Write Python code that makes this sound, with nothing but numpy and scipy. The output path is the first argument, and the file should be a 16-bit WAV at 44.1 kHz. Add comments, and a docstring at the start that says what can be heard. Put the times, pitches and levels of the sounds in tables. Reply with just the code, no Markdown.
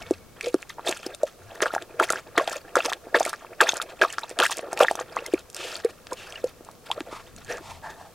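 """In a wood, close by, a big dog laps water from a steel bowl on a tree stump.
Each tongue stroke traps air pockets that ring briefly, throws spray of dense tiny pockets and noise,
and leaves the water sloshing. Between drinks the dog gulps (pockets of sinking pitch), smacks wet lips
(bright noise bursts), snuffles and pants (noise through throat and nose resonances).
Filtered noise makes a faint forest hush, a rumble and a thin far whir; low wavering tones hum briefly."""
import sys
import numpy as np
from scipy import signal
from scipy.fft import rfft, irfft, next_fast_len
from scipy.io import wavfile
from scipy.ndimage import map_coordinates

SR = 44100
rng = np.random.default_rng(int(sys.argv[2]) if len(sys.argv) > 2 else 0)


def generate_wav(sig):
    """Save sig (samples, or channels by samples) to the path in sys.argv[1] as 16-bit PCM at SR."""
    pcm = np.round(np.clip(np.atleast_2d(sig).T, -1, 1) * 32767).astype(np.int16)
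    wavfile.write(sys.argv[1], SR, pcm)


N = 358974

# Forest hush spectrum. Each row: frequency in Hz, relative density in dB per Hz.
HUSH_SPECTRUM = [(88, 4.5), (150, 3.5), (197, 0.5), (487, 4.5), (780, -3), (877, -10), (1110, -1.5),
                 (1680, -12.5), (5890, -12), (15100, -16.5), (16300, -17)]
HUSH_DB = -52.5
# Low rumble spectrum. Each row: frequency in Hz, relative density in dB per Hz.
RUMBLE_SPECTRUM = [(12, -37), (20, -3.5), (54, -10), (97, -6), (182, -8.5), (216, -12), (250, -8),
                   (320, -34), (550, -120)]
# Wind and handling at the microphone ports. Each row: time in seconds, mean level in dB.
RUMBLE_LEVEL = [(0.0, -53), (0.25, -56), (1.18, -70), (2.15, -61), (3.35, -72.5), (6.44, -58), (6.73, -61),
                (7.12, -55.5), (7.68, -51.5), (8.14, -62)]
# Likeness of the two channels of the surroundings. Each row: frequency in Hz, correlation (0 to 1).
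CHANNEL_LIKENESS = [(30, .4), (100, .65), (300, .45), (1300, .75), (4400, .4), (14000, .1)]
# A thin far band of noise. Each row: time in seconds, level in dB.
WHIR_LEVEL = [(0, -52), (.1, -61), (.35, -71), (.55, -74), (.7, -96), (8.2, -95)]
# Resonance that shapes the whir: centre in Hz, width in Hz.
WHIR_RESONANCE = (2220, 60)

# Tongue lifting out, water falling back, drips and licks.
# Each row: start in seconds, gurgle strength in dB, spray strength in dB, hold in seconds.
STIRS = [(0.01, -43, -49, 0.073), (0.117, -48, -44.5, 0.0066), (0.368, -40.5, -78, 0.022),
         (0.451, -56, -35.5, 0.012), (0.545, -64, -50, .01), (0.591, -50, -50, .015),
         (0.699, -68, -41, 0.0044), (0.785, -36, -78, 0.0088), (0.826, -45, -68, .005),
         (0.875, -26, -35.5, 0.032), (0.927, -53, -43, 0.13), (1.067, -39, -50, 0.06),
         (1.212, -41, -59, .01), (1.273, -48, -48, 0.015), (1.398, -51, -63, .08), (1.499, -40, -68, .03),
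         (1.554, -37.5, -43, .005), (1.662, -37, -41, 0.027), (1.734, -36.5, -42, 0.012),
         (1.815, -35.5, -59, 0.0065), (2.026, -45, -32.5, .015), (2.096, -36.5, -38.5, 0.084),
         (2.42, -36, -36, 0.014), (2.477, -36, -41.5, 0.0082), (2.518, -37.5, -36, 0.041),
         (2.856, -25, -37, 0.0027), (2.8, -57, -32.5, 0.025), (2.893, -50, -34.5, .005),
         (2.929, -31, -43, .003), (3.206, -32, -32, 0.014), (3.262, -36.5, -35, 0.032),
         (3.332, -45, -43.5, 0.018), (3.395, -46, -49, .003), (3.51, -40.5, -72, 0.023),
         (3.656, -26, -50, 0.018), (3.677, -45, -28.5, 0.019), (3.757, -31, -41, 0.0077),
         (3.817, -29, -40, 0.0021), (4.031, -44, -32, 0.0074), (3.89, -53, -53, 0.034),
         (4.086, -57, -39, 0.036), (4.123, -40.5, -41, .015), (4.18, -43, -47, 0.063),
         (4.297, -49, -47.5, 0.0042), (4.443, -31.5, -21.5, .003), (4.515, -32.5, -28.5, .003),
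         (4.576, -38.5, -42, 0.011), (4.645, -29, -65, 0.028), (4.725, -29.5, -48, 0.0043),
         (4.78, -26.5, -48, 0.014), (4.86, -44, -35, 0.055), (4.994, -28, -34, 0.0026),
         (5.16, -27.5, -52, 0.029), (5.077, -39.5, -78, 0.026), (5.114, -38, -56, 0.05),
         (5.236, -35, -50, 0.035), (5.328, -46, -45, 0.056), (5.551, -40.5, -44.5, 0.25),
         (5.848, -35, -60, 0.0064), (5.893, -41, -45, 0.0027), (6.116, -34, -40, 0.0018),
         (6.194, -44.5, -51, 0.19), (6.273, -44, -49, .02), (6.44, -39, -56, 0.0024),
         (6.478, -49, -49.5, 0.018), (6.64, -47.5, -86, 0.071), (6.863, -43.5, -48.5, 0.03),
         (6.898, -40, -45, 0.024), (6.97, -36, -57, 0.022), (7.013, -53, -64, .01),
         (7.073, -38.5, -52.5, 0.014), (7.114, -53, -57.5, 0.18), (7.388, -57, -50.5, 0.22),
         (7.519, -38, -46.5, 0.07), (7.903, -42, -47.5, 0.022)]
# The tongue plunges into the water. 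Each row: time in seconds, gurgle and spray strength in dB.
PLUNGES = [(1.618, -23, -30.5), (1.996, -15, -27.5), (2.376, -18, -31.5), (2.756, -22, -32.5),
           (3.146, -13, -28), (3.607, -18.5, -27.5), (4.015, -17.5, -32.5), (4.391, -20, -35),
           (4.805, -21, -24.5)]
# Pairs are (gurgle, spray); the rise is that of a stir, and a plunge rises PLUNGE_STEEPER times faster.
RISE_DB_PER_S, FALL_DB_PER_S = [701, 623], [447, 385]
REST_DB = [-54.5, -71]  # the water left alone
PLUNGE_HOLD_S, PLUNGE_STEEPER = 0.0077, 7.1
# The tongue tip touches the surface TOUCH_S before it plunges, and holds as long.
TOUCH_S, TOUCH_DB, TOUCH_SPRAY_DB = 0.018, -37.5, -57.5
# The wave of a plunge glugs back off the rim.
BACKWASH_S, BACKWASH_DB, BACKWASH_HOLD_S = 0.276, -42.5, 0.056
# Mist in the spray. Each row: frequency in Hz, relative density in dB per Hz.
MIST_SPECTRUM = [(900, -33), (2000, 0), (3200, -28), (6500, 3.5), (11000, 7.5), (16500, 12)]

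# Low hums. Each row: start in seconds, end in seconds, mean frequency in Hz, mean channel peak in dB.
HUMS = [(0.036, 0.203, 92, -51), (1.387, 1.542, 94.4, -48.5), (7.665, 7.82, 91.8, -45.5)]
# Wet films snapping on tongue and lips. Each row: time in seconds, strength in dB.
SMACKS = [(0.1086, -20), (0.4097, -17), (0.5421, -16.5), (0.6223, -23.5), (0.6947, -23), (0.4828, -20),
          (0.8596, -22), (0.8842, -8.5), (0.892, -5), (0.9118, -13), (1.0638, -16), (1.1474, -17.5),
          (1.232, -17), (1.5535, -27), (1.619, -17.5), (1.7492, -13), (1.8234, -23), (1.998, -14),
          (2.1025, -3), (2.1228, -7), (2.3785, -9.5), (2.4755, -18), (2.4965, -14), (2.7557, -6.5),
          (2.77, -19), (2.848, -12), (2.859, -5.5), (2.9255, -19), (2.9316, -14.5), (3.1983, -10),
          (3.2622, -14), (3.2938, -10), (3.33, -21), (3.611, -0.5), (3.6917, -15), (3.74, -14),
          (3.7688, -11), (3.818, -13), (3.823, -11.5), (4.0154, -15), (4.126, -16), (4.192, -19.5),
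          (4.301, -22.5), (4.3886, -9), (4.4005, -6), (4.435, -6), (4.4651, -10), (4.5093, -11.5),
          (4.5154, -15), (4.5697, -11), (4.7298, -13.5), (4.7742, -17), (4.791, -10), (4.81, -22),
          (4.8336, -13), (4.912, -12), (4.9544, -13), (5.162, -22), (5.2626, -12.5), (5.337, -16.5),
          (5.393, -26.5), (5.5, -24), (5.5456, -13.5), (5.565, -15), (5.7656, -16), (5.8467, -15.5),
          (6.131, -16), (6.323, -25), (6.442, -20.5), (6.914, -17.5), (7.004, -27), (6.648, -29.5),
          (6.713, -28), (7.363, -23.5), (7.447, -27)]
# Air pockets that stand out, in water and mouth.
# Each row: start in seconds, pitch at the peak in Hz, peak in dB, life in milliseconds.
BUBBLES = [(0.1092, 415, -8, 4), (0.4101, 2270, -18, 0.96), (0.4562, 483, -26.5, 28),
           (0.4695, 516, -18, 5.4), (0.5425, 1260, -22, 1.2), (0.5429, 396, -8, 4.6),
           (0.6278, 2200, -23, 0.62), (0.697, 2020, -31.5, 3.4), (0.7836, 920, -27.5, 3.6),
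           (0.7942, 940, -22.5, 1.8), (0.8742, 3460, -19.5, 1.9), (0.8877, 3750, -19, 1.5),
           (0.8907, 457, -17, 2.8), (1.0639, 420, -20.5, 2.9), (1.105, 522, -40, 18), (1.135, 595, -43, 14),
           (1.1402, 3580, -37.5, 4.1), (1.2329, 570, -9.5, 6.2), (1.6053, 1530, -13.5, 0.51),
           (1.6224, 451, -14, 4.6), (1.6228, 1370, -20, 0.56), (1.6306, 597, -19, 5.7),
           (1.6328, 1450, -17, 1.7), (1.658, 1450, -12.5, 1.8), (1.6594, 524, -21.5, 8.8),
           (1.6647, 1150, -13, 1.4), (1.705, 1340, -26.5, 3.9), (1.7379, 686, -15, 1.6),
           (1.75, 1470, -15.5, 0.96), (1.7632, 770, -12.5, 2.6), (1.7804, 1450, -19.5, 1.4),
           (1.823, 3300, -24.5, 0.46), (1.999, 1330, -5, 1.9), (2.0103, 860, -13, 2.6),
           (2.092, 1960, -18.5, 2.4), (2.103, 1340, -13, 2.9), (2.1048, 540, -16.5, 2.7),
           (2.134, 1170, -11.5, 0.68), (2.1576, 1520, -20, 1.9), (2.3657, 4030, -27, 1.1),
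           (2.3777, 1130, -6, 1.4), (2.3781, 1986, -11.5, 2.9), (2.3812, 469.6, -10.5, 4.3),
           (2.3871, 1820, -15, 1.5), (2.397, 1080, -13, 4.6), (2.41, 584, -17.5, 5.6),
           (2.4761, 3180, -12.5, 0.39), (2.4768, 740, -16.5, 3.4), (2.517, 620, -25, 2.5),
           (2.5304, 1230, -23.5, 1.8), (2.5586, 570, -28, 9.7), (2.755, 1330, -6.5, 1.4),
           (2.762, 950, -13, 2.1), (2.7665, 536, -11.5, 8.5), (2.7688, 1220, -9.5, 1.6),
           (2.7886, 700, -18, 3.5), (2.8041, 2650, -17, 2.1), (2.804, 1310, -18.5, 2),
           (2.8827, 730, -23, 6), (2.8583, 1130, -21, 2.4), (2.9185, 1020, -16.5, 1.7),
           (2.9266, 1730, -16, 1.3), (2.9333, 3480, -12.5, 0.44), (3.0697, 514, -26, 1.9),
           (3.145, 430, -15, 7.2), (3.1451, 1720, -7, 2.7), (3.1489, 890, -10.5, 2.2),
           (3.1516, 2050, -14.5, 2.6), (3.1566, 470, -18, 17), (3.1584, 1460, -12, 1.3),
           (3.163, 1420, -20, 3.1), (3.2065, 680, -9, 3.2), (3.2135, 920, -13.5, 1.7),
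           (3.2621, 604, -18, 3), (3.2775, 1210, -22, 1.9), (3.331, 1230, -17.5, 1.36),
           (3.338, 1550, -18, 0.91), (3.4475, 1030, -27, 1.8), (3.606, 930, -16, 6.9),
           (3.605, 1650, -5.5, 2.5), (3.6073, 3140, -9.5, 0.86), (3.6115, 1460, -9.5, 4.5),
           (3.6165, 1150, -3.5, 2.6), (3.6257, 545, -17.5, 4.4), (3.691, 6330, -10.5, 2.4),
           (3.689, 1460, -21.5, 5), (3.721, 3600, -17.5, 0.59), (3.7343, 726, -17, 1.3),
           (3.8, 1320, -16.5, 1.8), (3.8163, 3600, -17, 0.83), (4.0153, 2170, -4.5, 0.3),
           (4.0187, 1540, -4.5, 2.3), (4.0198, 3140, -14, 0.78), (4.0372, 1130, -10, 1.4),
           (4.0491, 1150, -11, 3), (4.103, 2870, -27, 2.4), (4.1833, 1320, -12.5, 1.3),
           (4.231, 900, -30, 11), (4.234, 3780, -24.5, 1.8), (4.3117, 497, -25.5, 2.8),
           (4.39, 1560, -16, 1.1), (4.3892, 3300, -10.5, 0.58), (4.396, 820, -12.5, 3.2),
           (4.401, 1530, -11.5, 1.4), (4.401, 3030, -8.5, 1.1), (4.4048, 550, -16, 3.7),
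           (4.414, 1010, -14, 1.6), (4.4352, 2800, -12.5, 0.74), (4.4367, 1180, -10.5, 1.5),
           (4.455, 7900, -20.5, 1.2), (4.4625, 1560, -13, 1.8), (4.463, 2820, -13, 0.81),
           (4.4976, 1020, -20.5, 2.5), (4.5915, 576, -21.5, 2.5), (4.73, 720, -16, 1.9),
           (4.775, 2280, -15, 0.43), (4.804, 2720, -17, 1), (4.8065, 560, -4, 5.8), (4.8044, 1220, -9, 1.3),
           (4.8093, 1084, -8, 3.6), (4.8184, 763, -15.5, 13.5), (4.8268, 520, -9.5, 7.3),
           (4.8331, 3050, -10, 0.81), (4.8437, 915, -13.5, 2.8), (4.8482, 1550, -9, 0.79),
           (4.8834, 1850, -8, 1.8), (4.9114, 720, -9.5, 1.9), (4.9533, 900, -19, 0.95),
           (4.991, 1130, -23, 3.9), (5.0095, 520, -23, 4.7), (5.1673, 1044, -11.5, 2.4),
           (5.1736, 2020, -25, 4), (5.188, 2650, -26.5, 2.6), (5.222, 506, -29.5, 6.4),
           (5.2586, 2070, -29.5, 9.1), (5.283, 470, -35.5, 9.2), (5.3365, 409, -8, 5),
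           (5.3422, 2300, -25.5, 2.4), (5.7553, 4240, -18.5, 0.66), (5.8479, 450, -10, 9.2),
           (6.0699, 3530, -20, 0.12), (6.1212, 986, -22, 6.7), (6.1243, 470, -24, 5.7),
           (6.3243, 3040, -26.5, 0.9), (6.3567, 2830, -29.5, 5.5), (6.358, 1720, -42, 5.7),
           (6.375, 2600, -42, 4.1), (6.4406, 491, -12.5, 6.6), (6.608, 450, -31, 1.6),
           (6.6882, 970, -28, 2), (6.902, 830, -21, 4), (6.9149, 3280, -10.5, 0.89),
           (6.9145, 1003, -17.5, 4.6), (7.0059, 2220, -14, 0.18), (7.0061, 352, -25.5, 6.4),
           (7.127, 448, -27, 2.4)]
# Breaths. Each row: start in seconds, end in seconds, level in dB, low resonance in Hz,
# high resonance in Hz, high resonance gain in dB, hiss gain in dB.
BREATHS = [(0.429, 0.51, -35.5, 455, 2390, -11, -32), (5.55, 5.796, -38, 480, 2960, -1.5, -11),
           (6.154, 6.298, -44.5, 905, 2930, 15, 3.5), (7.096, 7.235, -41, 1070, 2150, -9.5, -17.5),
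           (7.481, 7.586, -34.5, 470, 1690, -4.5, -23), (7.606, 7.813, -42, 940, 2040, -9, -15),
           (7.818, 7.964, -40, 880, 1760, -5.5, -24), (7.958, 8.122, -46.5, 806, 1710, -13, -22.5)]
# The hollow that a plunge leaves, opening just after it; pitch and level are the centres of a scatter.
CAVITY_LATE_S, CAVITY_LIFE_S, CAVITY_CLIMB = 0.00507, .028, .55
CAVITY_HZ, CAVITY_DB = 429.5, -26

# Treble loss on the way from the bowl. Each row: frequency in Hz, gain in dB.
TREBLE_LOSS = [(8000, 0.5), (11000, -4), (13000, -9), (16000, -17.5)]
# Answer of bowl, stump and ground. Each row: frequency in Hz, time to decay by 60 dB in seconds.
BOWL_DECAY = [(300, 0.06), (1500, 0.042), (5000, 0.035), (14000, 0.054)]
# Side level by frequency. Each row: frequency in Hz, gain in dB.
SIDE_GAIN = [(300, -21.5), (700, -36.5), (1300, -52), (2400, -23.5), (4400, -13), (8000, -11), (15000, -6)]
TOP_HZ = 16100  # centre of the final treble cutoff


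def amp(db):
    """Decibels are logarithmic: 20 dB is a tenfold amplitude."""
    return 10 ** (np.asarray(db) / 20)


def unit(x):
    """Root-mean-square normalisation: x is scaled to rms 1."""
    return x / np.sqrt(np.mean(x ** 2) + 1e-20)


def along(points, hz):
    """Interpolation of (Hz, value) points on a logarithmic frequency axis."""
    f, v = np.transpose(points)
    return np.interp(np.log(hz + 1), np.log(f + 1), v)


def curve(rows):
    """Linear interpolation of (seconds, value) rows, one value per sample."""
    s, value = np.transpose(rows)
    return np.interp(np.arange(N) / SR, s, value)


def wobble(rate):
    """Band-limited fluctuation: a smooth curve through random knots, rate of them a second."""
    knots = rng.standard_normal(int(N * rate / SR) + 4)
    return map_coordinates(knots, [np.arange(N) * rate / SR])


def clumped(rate, depth_db):
    """Amplitude modulation by a random gain bounded to twice depth_db either way."""
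    return amp(depth_db * 2 * np.tanh(wobble(rate) / 2))


def filtered(x, response):
    """Linear filtering: the spectrum of x times a response of frequency."""
    size = next_fast_len(x.shape[-1] + 8192)  # room for the tail
    spectrum = rfft(x, size) * response(np.fft.rfftfreq(size, 1 / SR))
    return irfft(spectrum, size)[..., :x.shape[-1]]


def resonance(f, hz, width_hz):
    """Response of one damped, causal resonator with gain 1 at its centre."""
    return 1j * f * width_hz / (hz * hz - f * f + 1j * f * width_hz + 1e-9)


def overlay(s, waves):
    """Superposition: each row of waves is added into one line from its start s in seconds."""
    size = waves.shape[1]
    at = np.round(s * SR).astype(int)[:, None] + np.arange(size)
    return np.bincount(at.ravel(), waves.ravel(), N + size + SR)[:N]


def rings(s, hz, gain, life, rise, size):
    """Bubble oscillation: a quick swell, a decay, and a pitch that climbs by rise (or sinks if negative)."""
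    t = np.arange(size) / SR
    u = t / (0.41 * life[:, None])  # 1 at the peak
    glide = 1 - rise[:, None] / 2 + rise[:, None] * np.minimum(u, 6) / 4
    turns = hz[:, None] * t * glide
    envelope = gain[:, None] * u * np.exp(1 - u)
    return overlay(s, envelope * np.sin(2 * np.pi * turns))


def swarm(count, hz, octaves, cycles, spread_db, size):
    """Many independent bubbles of scattered pitch and strength sum to a texture of rms 1."""
    when, tone, last, luck = rng.random((count, 4)).T
    pitch = np.clip(hz * 2 ** (octaves * rng.standard_normal(count)), 300, 14000)
    polarity = np.sign(tone - .5)
    gain = amp(-spread_db * np.log(luck + 0.0018)) * polarity  # few are strong
    life = cycles * (.5 + last) / pitch
    return unit(rings(when * N / SR, pitch, gain, life, 0.29 * tone, size))


def rush(spectrum):
    """Partly correlated stereo noise of rms 1: the mid-side balance sets the likeness at each frequency."""
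    def mid_side(hz):
        turn = np.arccos(np.clip(along(CHANNEL_LIKENESS, hz), -1, 1)) / 2
        return amp(along(spectrum, hz)) * [np.cos(turn), np.sin(turn)]
    mid, side = filtered(rng.standard_normal((2, N)), mid_side)
    return unit(np.array([mid + side, mid - side]))


def wood():
    """Spectrally shaped noise: forest hush, fluctuating low rumble at the ports, and a thin far whir."""
    hush = amp(HUSH_DB + 0.27 * wobble(1.81)) * rush(HUSH_SPECTRUM)
    tilt_db = [[1.6], [-1.6]]  # left stronger
    rumble = amp(curve(RUMBLE_LEVEL) + 2.3 * wobble(19) + tilt_db) * rush(RUMBLE_SPECTRUM)
    whir = unit(filtered(rng.standard_normal(N), lambda f: resonance(f, *WHIR_RESONANCE) ** 2))
    return hush + rumble + amp(curve(WHIR_LEVEL)) * whir


def stirring():
    """Addition of powers: gurgle and spray in dB from strokes that each swell, hold and die away."""
    stirs = [(*stir, 1) for stir in STIRS]
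    plunges = [(*plunge, PLUNGE_HOLD_S, PLUNGE_STEEPER) for plunge in PLUNGES]
    touches = [(s - TOUCH_S, TOUCH_DB, TOUCH_SPRAY_DB, TOUCH_S, 1) for s, *_ in PLUNGES]
    backwash = [(s + BACKWASH_S, BACKWASH_DB, REST_DB[1], BACKWASH_HOLD_S, 1) for s, *_ in PLUNGES[:-1]]
    rows = stirs + plunges + touches + backwash
    s, gurgle, spray, hold, steeper = np.transpose(rows)[:, :, None]
    t = np.arange(0, N, 32) / SR  # coarse time steps suffice
    early = steeper * np.maximum(s - t, 0)
    late = np.maximum(t - s - hold, 0)
    levels = []
    for db, up, down, rest in zip([gurgle, spray], RISE_DB_PER_S, FALL_DB_PER_S, REST_DB):
        stroke_db = db - up * early - down * late
        power = amp(2 * rest) + amp(2 * stroke_db).sum(0)
        levels.append(np.interp(np.arange(N) / SR, t, 10 * np.log10(power)))
    return levels


def slosh():
    """Bubble entrainment: gentle stirring glugs; harder spray adds small pockets that slurp, crackle, fizz."""
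    gurgle_db, spray_db = stirring()
    clumps = clumped(60, depth_db=3.5)
    glug = swarm(count=4000, hz=516, octaves=0.287, cycles=3.3, spread_db=3.0, size=1200)
    slurp = swarm(count=14000, hz=1483, octaves=0.698, cycles=3.76, spread_db=3.5, size=700)
    fizz = swarm(count=12000, hz=4503, octaves=0.803, cycles=6.7, spread_db=4.0, size=300)
    crackle = swarm(count=2500, hz=4580, octaves=0.78, cycles=1.24, spread_db=7.5, size=100)
    mist = unit(filtered(rng.standard_normal(N), lambda f: amp(along(MIST_SPECTRUM, f))))
    glug_db = np.minimum(gurgle_db - 8.0, -28)  # the shallow bowl holds only so many large pockets
    slurp_db = 0.74 * gurgle_db + 0.34 * spray_db + 0.5
    low = amp(glug_db) * unit(clumped(40, depth_db=4.5) * glug)
    middle = amp(slurp_db) * unit(clumps * slurp)
    spray = unit(clumps * clumped(110, depth_db=4.0) * (fizz + 0.63 * crackle + 0.59 * mist))
    return low + middle + amp(spray_db) * spray


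def hums():
    """Frequency modulation: each hum is a slightly unsteady sine under a half-sine swell."""
    t = np.arange(N) / SR
    waver = np.cumsum(1 + 0.07 * wobble(27)) / SR  # unevenly running time
    total = np.zeros(N)
    for start, end, hz, db in HUMS:
        swell = np.sin(np.pi * np.clip((t - start) / (end - start), 0, 1))
        total += amp(db) * swell * np.sin(2 * np.pi * hz * waver)
    return total


def smacks():
    """Impulsive film rupture: each snap is a burst of bright noise a few milliseconds long."""
    s, db = np.transpose(SMACKS)
    t = np.arange(800) / SR
    decay = amp(-60 * t / 0.008) + 0.025 * amp(-60 * t / 0.02)
    tear = 1 - np.exp(-t / 0.00056)  # the film takes a moment to tear
    bursts = rng.standard_normal((len(s), len(t))) * decay * tear
    line = overlay(s, amp(db)[:, None] * bursts)
    return filtered(line, lambda f: resonance(f, 7460, 7100) * resonance(f, 3200, 14000))


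def bubbles():
    """Resonance of trapped air: plops and blips climb; deep short gulps sink as the throat opens."""
    s, hz, db, life_ms = np.transpose(BUBBLES)
    gulp = (hz < 470) & (life_ms < 6.5)
    rise = np.where(gulp, -.22, 0.062 * rng.random(len(s)))
    return rings(s, hz, amp(db), life_ms / 1000, rise, size=3000)


def breaths():
    """Source and filter: air noise rushes through throat and nose resonances and hisses past the teeth."""
    air = np.zeros(N + SR)
    for start, end, db, low_hz, high_hz, high_db, hiss_db in BREATHS:
        u = np.linspace(0, 1, max(round((end - start) * SR), 9))

        def tract(f):
            low = resonance(f, low_hz, .5 * low_hz) ** 2
            high = amp(high_db) * resonance(f, high_hz, 0.22 * high_hz) ** 2
            return low - high + amp(hiss_db) * resonance(f, 2600, 3300)

        swell = np.minimum(1, u / 0.18) * np.minimum(1, (1 - u) / 0.52)
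        noise = unit(filtered(rng.standard_normal(len(u)), tract))
        air[round(start * SR):][:len(u)] += amp(db) * swell * noise
    return air[:N] * clumped(70, depth_db=2.5)


def cavities():
    """Resonance of a shrinking cavity: the hollow behind the tongue fills, so its note climbs steeply."""
    s = np.transpose(PLUNGES)[0]
    vary = rng.standard_normal((len(s), 2))
    hz = CAVITY_HZ * (1 + 0.051 * vary[:, 0])
    gain = amp(CAVITY_DB + 1.6 * vary[:, 1])
    life, climb = np.full(len(s), CAVITY_LIFE_S), np.full(len(s), CAVITY_CLIMB)
    return rings(s + CAVITY_LATE_S, hz, gain, life, climb, size=4000)


def bowl(x):
    """Reverberation: short, dense reflections in which each frequency dies at its own speed."""
    hz, t, z = signal.stft(rng.standard_normal(SR // 8), SR, nperseg=128)
    decay = amp(-60 * t / along(BOWL_DECAY, hz)[:, None])
    tail = signal.istft(z * decay, SR, nperseg=128)[1]
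    delayed = np.pad(x, (40, 0))  # in samples
    return signal.fftconvolve(delayed, tail / np.linalg.norm(tail))[:N]


def widened(x):
    """Stereo width: a diffuse copy, opposite in the two channels, is added at a level set by frequency."""
    smear = rng.standard_normal(1500) * amp(-60 * np.arange(1500) / SR / 0.015)
    diffuse = signal.fftconvolve(x, smear / np.linalg.norm(smear))[:N]
    side = filtered(diffuse, lambda f: amp(along(SIDE_GAIN, f)))
    side = side * np.tanh(2 * wobble(35))  # a slow random sign keeps the dog centred on average
    return x + np.array([side, -side])


def scene():
    """Superposition: the dog in the middle of the wood's hush; the dog's sounds carry no deep bass."""
    dog = bubbles() + cavities() + smacks() + slosh() + breaths()
    dog = filtered(dog, lambda f: amp(along(TREBLE_LOSS, f)) * (1j * f / (1j * f + 140)) ** 2)
    near = widened(dog + amp(-8.5) * bowl(dog))
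    return near + wood() + hums() * amp([[2.5], [-2.5]])  # hums stronger on the left


def record(dry):
    """Saturation and band limiting: soft clipping at full scale, then a steep treble cutoff."""
    held = dry / (1 + np.abs(dry) ** 8) ** (1 / 8)
    return filtered(held, lambda hz: np.clip((TOP_HZ + 300 - hz) / 600, 0, 1) ** 2)


dry = scene()
out = record(dry)
generate_wav(out)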